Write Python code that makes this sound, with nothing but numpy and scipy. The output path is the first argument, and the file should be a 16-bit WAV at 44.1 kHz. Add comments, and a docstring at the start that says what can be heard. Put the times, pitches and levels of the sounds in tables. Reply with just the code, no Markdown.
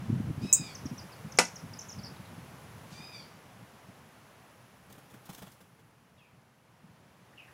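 """A cardinal whistles one sharp chip, strikes a car's plastic bumper and later flutters off.
Heard from the ground in a driveway: the beak sets the panel ringing, the wings push air and brush
feather on feather. Small birds twitter, a catbird-like mew sounds twice, hoarse from the two sides
of the syrinx drifting apart, and far birds call through their echoes. Low thumps on the microphone,
handling bumps at first and then puffs of wind, sit over a rumble and a hush of distant traffic."""
import sys
import numpy as np
from scipy import signal
from scipy.fft import rfft, irfft, next_fast_len
from scipy.io import wavfile
from scipy.ndimage import map_coordinates

SR = 44100
rng = np.random.default_rng(int(sys.argv[2]) if len(sys.argv) > 2 else 0)


def bounce(signal):
    """Save signal as a 16-bit WAV file at the path given by the first command-line argument."""
    frames = np.transpose(np.atleast_2d(signal))
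    limited = np.clip(frames, -1, 1)
    pcm = np.round(limited * 32767).astype(np.int16)
    wavfile.write(sys.argv[1], SR, pcm)


N = 332073


def amp(db):
    """Decibels to gain."""
    return 10 ** (np.asarray(db) / 20)


def unit(x):
    """Scale to rms 1."""
    return x / np.sqrt(np.mean(x ** 2) + 1e-20)


def along(points, hz):
    """Read an EQ curve at hz, on a log frequency axis."""
    f, db = np.transpose(points)
    return np.interp(np.log(hz + 1), np.log(f + 1), db)


def curves(rows):
    """Breakpoints to automation: one curve for each column after the time."""
    times, *columns = np.transpose(rows)
    return [np.interp(np.arange(N) / SR, times, column) for column in columns]


def clock(length):
    """Sample times of a short sound."""
    return np.arange(int(length * SR)) / SR


def add(track, s, sound):
    """Mix a sound into a track at s seconds."""
    room = track[max(0, round(s * SR)):][:len(sound)]
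    room += sound[:len(room)]


def wobble(rate):
    """Smooth random modulation, rate knots a second."""
    knots = rng.standard_normal(int(N * rate / SR) + 4)
    return map_coordinates(knots, [np.arange(N) * rate / SR])


def noise(spectrum, size=N):
    """Coloured noise of rms 1."""
    m = next_fast_len(size + 8192)
    eq = amp(along(spectrum, np.fft.rfftfreq(m, 1 / SR)))
    return unit(irfft(rfft(rng.standard_normal(m)) * eq, m)[:size])


def burst(spectrum, length):
    """Noise that swells fast and fades, with the energy of rms 1 held for length seconds."""
    u = clock(.25) / length
    shaped = noise(spectrum, size=len(u)) * u ** 2 * np.exp(-4 * u)
    return shaped * np.sqrt(length * SR / np.sum(shaped ** 2))


def reverb(x, t60, delay):
    """Wet signal only: a diffuse tail of unit energy after a pre-delay."""
    t = clock(1)
    tail = rng.standard_normal(len(t)) * amp(-60 * t / t60) * (t > delay)
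    return signal.fftconvolve(x, tail / np.linalg.norm(tail))[:N]


def glides(rows, rough):
    """Short sliding whistles whose pitch and level tremble."""
    out, tremble, flicker = np.zeros(N), wobble(700), amp(2.2 * wobble(400))
    for s, start_hz, end_hz, length, db in rows:
        u = clock(length) / length
        at = round(s * SR) + np.arange(len(u))
        hz = start_hz * (end_hz / start_hz) ** u * (1 + rough * tremble.take(at, mode="clip"))
        phase = 2 * np.pi * np.cumsum(hz) / SR
        swell = np.sqrt(np.sin(np.pi * u))
        add(out, s, amp(db) * swell * (np.sin(phase) + amp(-27) * np.sin(2 * phase)))
    return out * flicker


# fader ride of the rumble: t/s, relative level/dB
RUMBLE_RIDE = [(0.0, -40.5), (0.17, -37.5), (0.27, -39.5), (0.4, -46.5), (0.58, -50), (1.7, -55.5),
               (2.12, -51.5), (2.56, -54.5), (2.87, -53.5), (3.58, -60), (5.22, -64.5), (6.5, -67),
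               (7.09, -64), (7.53, -64)]
# low thumps, handling bumps up to 0.45 s and then wind: t/s, level/dB, length/s
THUMP_CUES = [(0.091, -26.5, 0.017), (.118, -28, 0.027), (.198, -29.5, 0.014), (0.296, -29, 0.013),
              (0.376, -35, 0.014), (0.408, -34.5, 0.044), (0.439, -33.5, 0.022), (0.592, -39.5, 0.03),
              (0.854, -32, .011), (0.909, -37, 0.025), (1.237, -42.5, 0.041), (1.63, -41.5, .026),
              (2.03, -46, 0.025), (2.109, -46.5, 0.02), (2.37, -45.5, 0.025), (2.914, -45.5, .02),
              (2.985, -48, 0.019), (3.882, -48.5, 0.021), (6.831, -51.5, .02)]
# bass-heavy colours of the rumble and of a thump: f/Hz, level/dB
RUMBLE_EQ = [(20, -41.5), (45, -21.5), (75, -5), (125, 3), (185, -1), (270, -9.5), (400, -22), (800, -41.5),
             (2000, -79.5)]
THUMP_EQ = [(25, -59.5), (55, -25), (90, -9.5), (135, 5), (200, 2), (280, -6.5), (400, -19), (800, -46.5),
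            (2000, -85.5)]

def handling_and_wind(trim_db=2, lumpy_db=3):
    """Low thumps on the microphone: handling bumps at first, then puffs of wind, over a lumpy rumble."""
    ride_db, = curves(RUMBLE_RIDE)
    rumble = unit(noise(RUMBLE_EQ) * amp(lumpy_db * wobble(22)))
    out = amp(ride_db + trim_db) * rumble
    for s, db, length in THUMP_CUES:
        add(out, s, amp(db) * burst(THUMP_EQ, length))
    return out


# fader rides of the bed: t/s, relative traffic level/dB, relative hiss level/dB
BED_RIDE = [(0.0, -53.5, -68.5), (0.73, -53.5, -65), (3.12, -55.5, -67), (3.42, -57.5, -70.5),
            (4.78, -61, -72.5), (5.41, -61, -70), (5.62, -64, -74.5), (5.98, -66.5, -78.5),
            (6.58, -67.5, -80), (7.34, -62.5, -76), (7.53, -60.5, -73)]
# colours of the dull traffic and the airy hiss: f/Hz, level/dB
TRAFFIC_EQ = [(120, -29), (200, -5), (317, -7.5), (504, -5.5), (671, -6), (953, -6), (2860, -15.5),
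              (3930, -21), (5760, -23), (9000, -30.5), (11700, -60), (19800, -120)]
HISS_EQ = [(3000, -11.5), (6000, -1), (9000, -5), (10450, 6.5), (11200, -2), (13000, -2), (14000, 1.5),
           (14700, -5), (15800, -5.5)]

def traffic_bed(traffic_trim_db=1, hiss_trim_db=2):
    """Distant traffic under a fine hiss; both sink slowly and come back up a little."""
    traffic_db, hiss_db = curves(BED_RIDE)
    traffic = amp(traffic_db + traffic_trim_db + .4 * wobble(4.7)) * noise(TRAFFIC_EQ)
    hiss = amp(hiss_db + hiss_trim_db) * noise(HISS_EQ)
    return traffic + hiss


# pitch arch and envelope, one list for each mew: t/s, f/Hz, relative level/dB
MEW_CONTOURS = [
    [(.39, 1080, -71), (.445, 1298, -42.5), (.49, 1302, -43), (.57, 1290, -40), (.62, 1237, -45),
     (.67, 1163, -43), (.71, 1106, -49), (.75, 1040, -62)],
    [(2.88, 1030, -67), (2.94, 1160, -52.5), (2.98, 1197, -47.5), (3.035, 1257, -44.5), (3.1, 1210, -58),
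     (3.15, 1180, -41.5), (3.2, 1132, -50), (3.26, 1004, -59)],
]
# formants of the mewing bird's throat: f/Hz, level/dB
THROAT_EQ = [(1300, -40), (2300, -4), (2700, -5.5), (3750, -8.5), (4900, 0), (6100, -19), (8400, -23),
             (11000, -27)]

def mews():
    """Hoarse cries with a raspy attack: the two sides of the syrinx drift apart in one throat."""
    out, t = np.zeros(N), np.arange(N) / SR
    rasp_eq = [(1500, -30), (2500, -2), (6500, -2.5), (8500, -8.5), (12000, -26)]
    for contour in MEW_CONTOURS:
        pitch, db = curves(contour)
        start, end = contour[0][0], contour[-1][0]
        gate = (t > start) & (t < end)
        for drift, side_db in [(.003, 0), (.04, -3.5)]:  # steady side, wandering side
            hz = (pitch * (1 + drift * wobble(16) + .009 * wobble(600)))[gate]
            phase = 2 * np.pi * np.cumsum(hz) / SR
            effort = amp(db + side_db + 3 * wobble(80))[gate]
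            voice = sum(amp(along(THROAT_EQ, k * hz)) * np.sin(k * phase) for k in range(1, 9))
            out[gate] += effort * voice
        add(out, start + .017, amp(-52) * burst(rasp_eq, length=.06))
    return amp(-7) * out + amp(-9) * reverb(out, t60=.35, delay=.018)


# sweep and envelope of the chip: t/s, f/Hz, level/dB
CHIP_CONTOUR = [(0.5265, 5330, -48.5), (.528, 6380, -12), (.529, 7030, -7), (0.5307, 7800, -13.5),
                (.532, 7880, -17), (0.535, 8650, -18), (0.538, 8610, -43)]
# its second harmonic against the fundamental: f/Hz, level/dB
OVERTONE_EQ = [(10600, -9), (11800, -26), (12500, -24.5), (13800, -25), (15000, -16)]

def cardinal_chip():
    """A thin tick opens a fast upward whistle that bounces between paving and car underside."""
    hz, db = curves(CHIP_CONTOUR)
    t = np.arange(N) / SR
    start, end = CHIP_CONTOUR[0][0], CHIP_CONTOUR[-1][0]
    gate = (t > start) & (t < end)
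    phase = 2 * np.pi * np.cumsum(hz) / SR
    overtone = amp(along(OVERTONE_EQ, 2 * hz)) * np.sin(2 * phase)
    note = amp(db) * gate * (np.sin(phase) + overtone)
    tick_eq = [(8000, -38.5), (9800, -11), (10600, 4), (11700, -22), (12500, -5.5), (16000, -14.5)]
    add(note, start, amp(-38.5) * burst(tick_eq, length=.0034))
    early = amp(2) * reverb(note, t60=.11, delay=.004)
    tail = amp(-16.5) * reverb(note, t60=.37, delay=.02)
    return note + early + tail


# twitter notes: t/s, start f/Hz, length/s, level/dB
TWITTER_CUES = [(0.748, 6840, .015, -41), (0.854, 6770, 0.018, -43.5), (0.977, 6220, 0.028, -45.5),
                (1.117, 5360, 0.027, -53.5), (1.32, 6840, 0.009, -43), (1.372, 7540, 0.0099, -37),
                (1.449, 7040, 0.0088, -34.5), (1.557, 6800, 0.015, -42), (1.734, 6050, 0.0097, -45),
                (1.788, 7180, 0.013, -39.5), (1.808, 7500, .014, -43), (1.885, 7100, 0.025, -42.5),
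                (1.91, 7140, .024, -45), (1.986, 5570, 0.014, -47.5), (2.032, 5750, 0.029, -44.5),
                (2.057, 5840, 0.022, -46), (2.16, 4480, 0.009, -57), (2.253, 4400, .01, -58)]

def twitter(fall_octaves=.47, typical_hz=6440, fall_exponent=1.213):
    """Thin, scratchy falling notes from the shrubs, with a slapback from the brick wall."""
    rows = []
    for s, hz, length, db in TWITTER_CUES:
        octaves = fall_octaves * (hz / typical_hz) ** fall_exponent  # higher notes fall further
        rows.append((s, hz, hz / 2 ** octaves, length, db))
    notes = glides(rows, rough=.018)
    out = notes + amp(-6.5) * reverb(notes, t60=.32, delay=.002)
    add(out, .033, amp(-12) * notes)  # slapback
    return out


# modes of the plastic panel: f/Hz, relative level/dB, t60/s
BUMPER_MODES = [(177, -11, .25), (230, -11, .18), (290, -14, .14), (327, -13, .14), (390, -14, .12),
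                (500, -1.5, .14), (565, -10, .13), (650, -11, .13), (711, -8, .14), (785, -9, .14),
                (863, -8, .14), (912, -7, .14), (964, -4, .15), (1214, -3, .12), (1303, -8, .12),
                (1408, -5, .13), (1467, -3.5, .14), (1532, -7, .13), (1998, -5, .13), (2116, -7, .07),
                (2318, -8, .1), (2546, -11, .1), (2643, -11, .14), (2935, -11, .15)]
# colour of the crack and the rattle: f/Hz, level/dB
CRACK_EQ = [(100, -28), (190, -25.5), (400, -1.5), (900, -5.5), (1400, -7), (2200, 0.5), (3700, -9.5),
            (5700, 0), (7500, -5), (10600, -11.5), (13500, -27.5), (16000, -43.5)]

def bumper_knock(hit_s=1.3872, ring_db=-22, crack_db=-13, rattle_db=-19.5):
    """The beak hits the bumper: a crack, the panel's modes and a dense rattle between them."""
    t, out = clock(.6), np.zeros(N)
    ring = sum(amp(db - 60 * t / t60) * np.sin(2 * np.pi * (hz * t + rng.random()))
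               for hz, db, t60 in BUMPER_MODES)
    crack = noise(CRACK_EQ, size=len(t)) * amp(crack_db - 60 * t / .045)
    rattle = noise(CRACK_EQ, size=len(t)) * amp(rattle_db - 60 * t / .14)
    attack = 1 - np.exp(-t / .00018)
    add(out, hit_s, (amp(ring_db) * ring + crack + rattle) * attack)
    return out + amp(-19) * reverb(out, t60=.23, delay=.025)


# wingbeats: t/s, swish level/dB, flap level/dB
WINGBEAT_CUES = [(4.895, -63, -62), (4.946, -67, -60), (4.974, -64.5, -58), (5.097, -64, -66),
                 (5.133, -61.5, -57.5), (5.251, -58, -71), (5.287, -55, -50.5), (5.324, -54, -71),
                 (5.376, -55.5, -57), (5.416, -56, -51.5), (5.462, -61, -56), (5.512, -61, -75.5),
                 (5.602, -64, -60.5), (5.785, -74, -63.5)]
# wing-tip flicks: t/s, level/dB
FLICK_CUES = [(4.923, -53.5), (5.297, -51.5), (5.346, -49)]
# colours of the bright swish, the midrange flap and the low push of air: f/Hz, level/dB
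FEATHER_EQ = [(300, 1.5), (1000, -2), (2500, -3.5), (3300, 2), (4300, -2.5), (6000, -1), (10000, -3),
              (15500, -3)]
FLAP_EQ = [(150, -8), (400, 4), (800, 2.5), (1500, -1), (2500, -10), (3500, -9.5), (6000, -40)]
PUSH_EQ = [(40, -19), (90, -4), (160, 11), (270, 2), (450, -9), (1200, -37), (4000, -64)]

def wings(stroke_s=.02, firm_flap_db=-55.5, push_ratio=1.9, rustle_db=-66):
    """Each stroke pushes air, snaps the wing taut and brushes the feathers; at times a tip flicks."""
    t, body = np.arange(N) / SR, np.zeros(N)
    rustle_swell = np.exp(-((t - 5.42) / .15) ** 2)  # under the busiest flutter
    swish = amp(rustle_db) * rustle_swell * noise(FEATHER_EQ)
    for s, swish_db, flap_db in WINGBEAT_CUES:
        # harder flaps push far more air
        push_db = firm_flap_db + .5 + push_ratio * (flap_db - firm_flap_db)
        add(swish, s, amp(swish_db) * burst(FEATHER_EQ, stroke_s))
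        add(body, s, amp(flap_db) * burst(FLAP_EQ, stroke_s))
        add(body, s, amp(push_db) * burst(PUSH_EQ, stroke_s))
    for s, db in FLICK_CUES:
        add(swish, s, amp(db) * burst(FEATHER_EQ, length=.008))
    grain = amp(2.5 * wobble(900))
    strokes = swish * grain + body
    return strokes + amp(-7) * reverb(strokes, t60=.18, delay=.0055)


# far calls: t/s, start f/Hz, end f/Hz, length/s, relative level/dB
FAR_CALL_CUES = [(6.172, 3950, 2860, 0.035, -54.5), (6.18, 2865, 2250, 0.086, -50.5),
                 (7.325, 2102, 1530, 0.022, -49), (7.376, 3130, 2473, 0.014, -35),
                 (7.385, 2734, 2390, 0.031, -36.5), (7.425, 2460, 1910, .025, -50.5),
                 (7.478, 1380, 2110, 0.013, -42)]

def far_birds():
    """Distant calls arrive mostly as echoes from the trees."""
    calls = glides(FAR_CALL_CUES, rough=.025)
    return amp(-12) * (.72 * calls + reverb(calls, t60=.38, delay=.0011))


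def scene():
    """The mono mix: every layer at one microphone."""
    bed = handling_and_wind() + traffic_bed()
    return (bed + mews() + cardinal_chip() + twitter() + bumper_knock() + wings() + far_birds())[None]


def record(dry):
    """A brick-wall low-pass takes the very top off the mix."""
    cutoff_hz = 15800
    m = next_fast_len(N + SR // 2)
    gain = 1 / np.sqrt(1 + (np.fft.rfftfreq(m, 1 / SR) / cutoff_hz) ** 240)
    return irfft(rfft(dry, m) * gain, m)[..., :N]


dry = scene()
out = record(dry)
bounce(out)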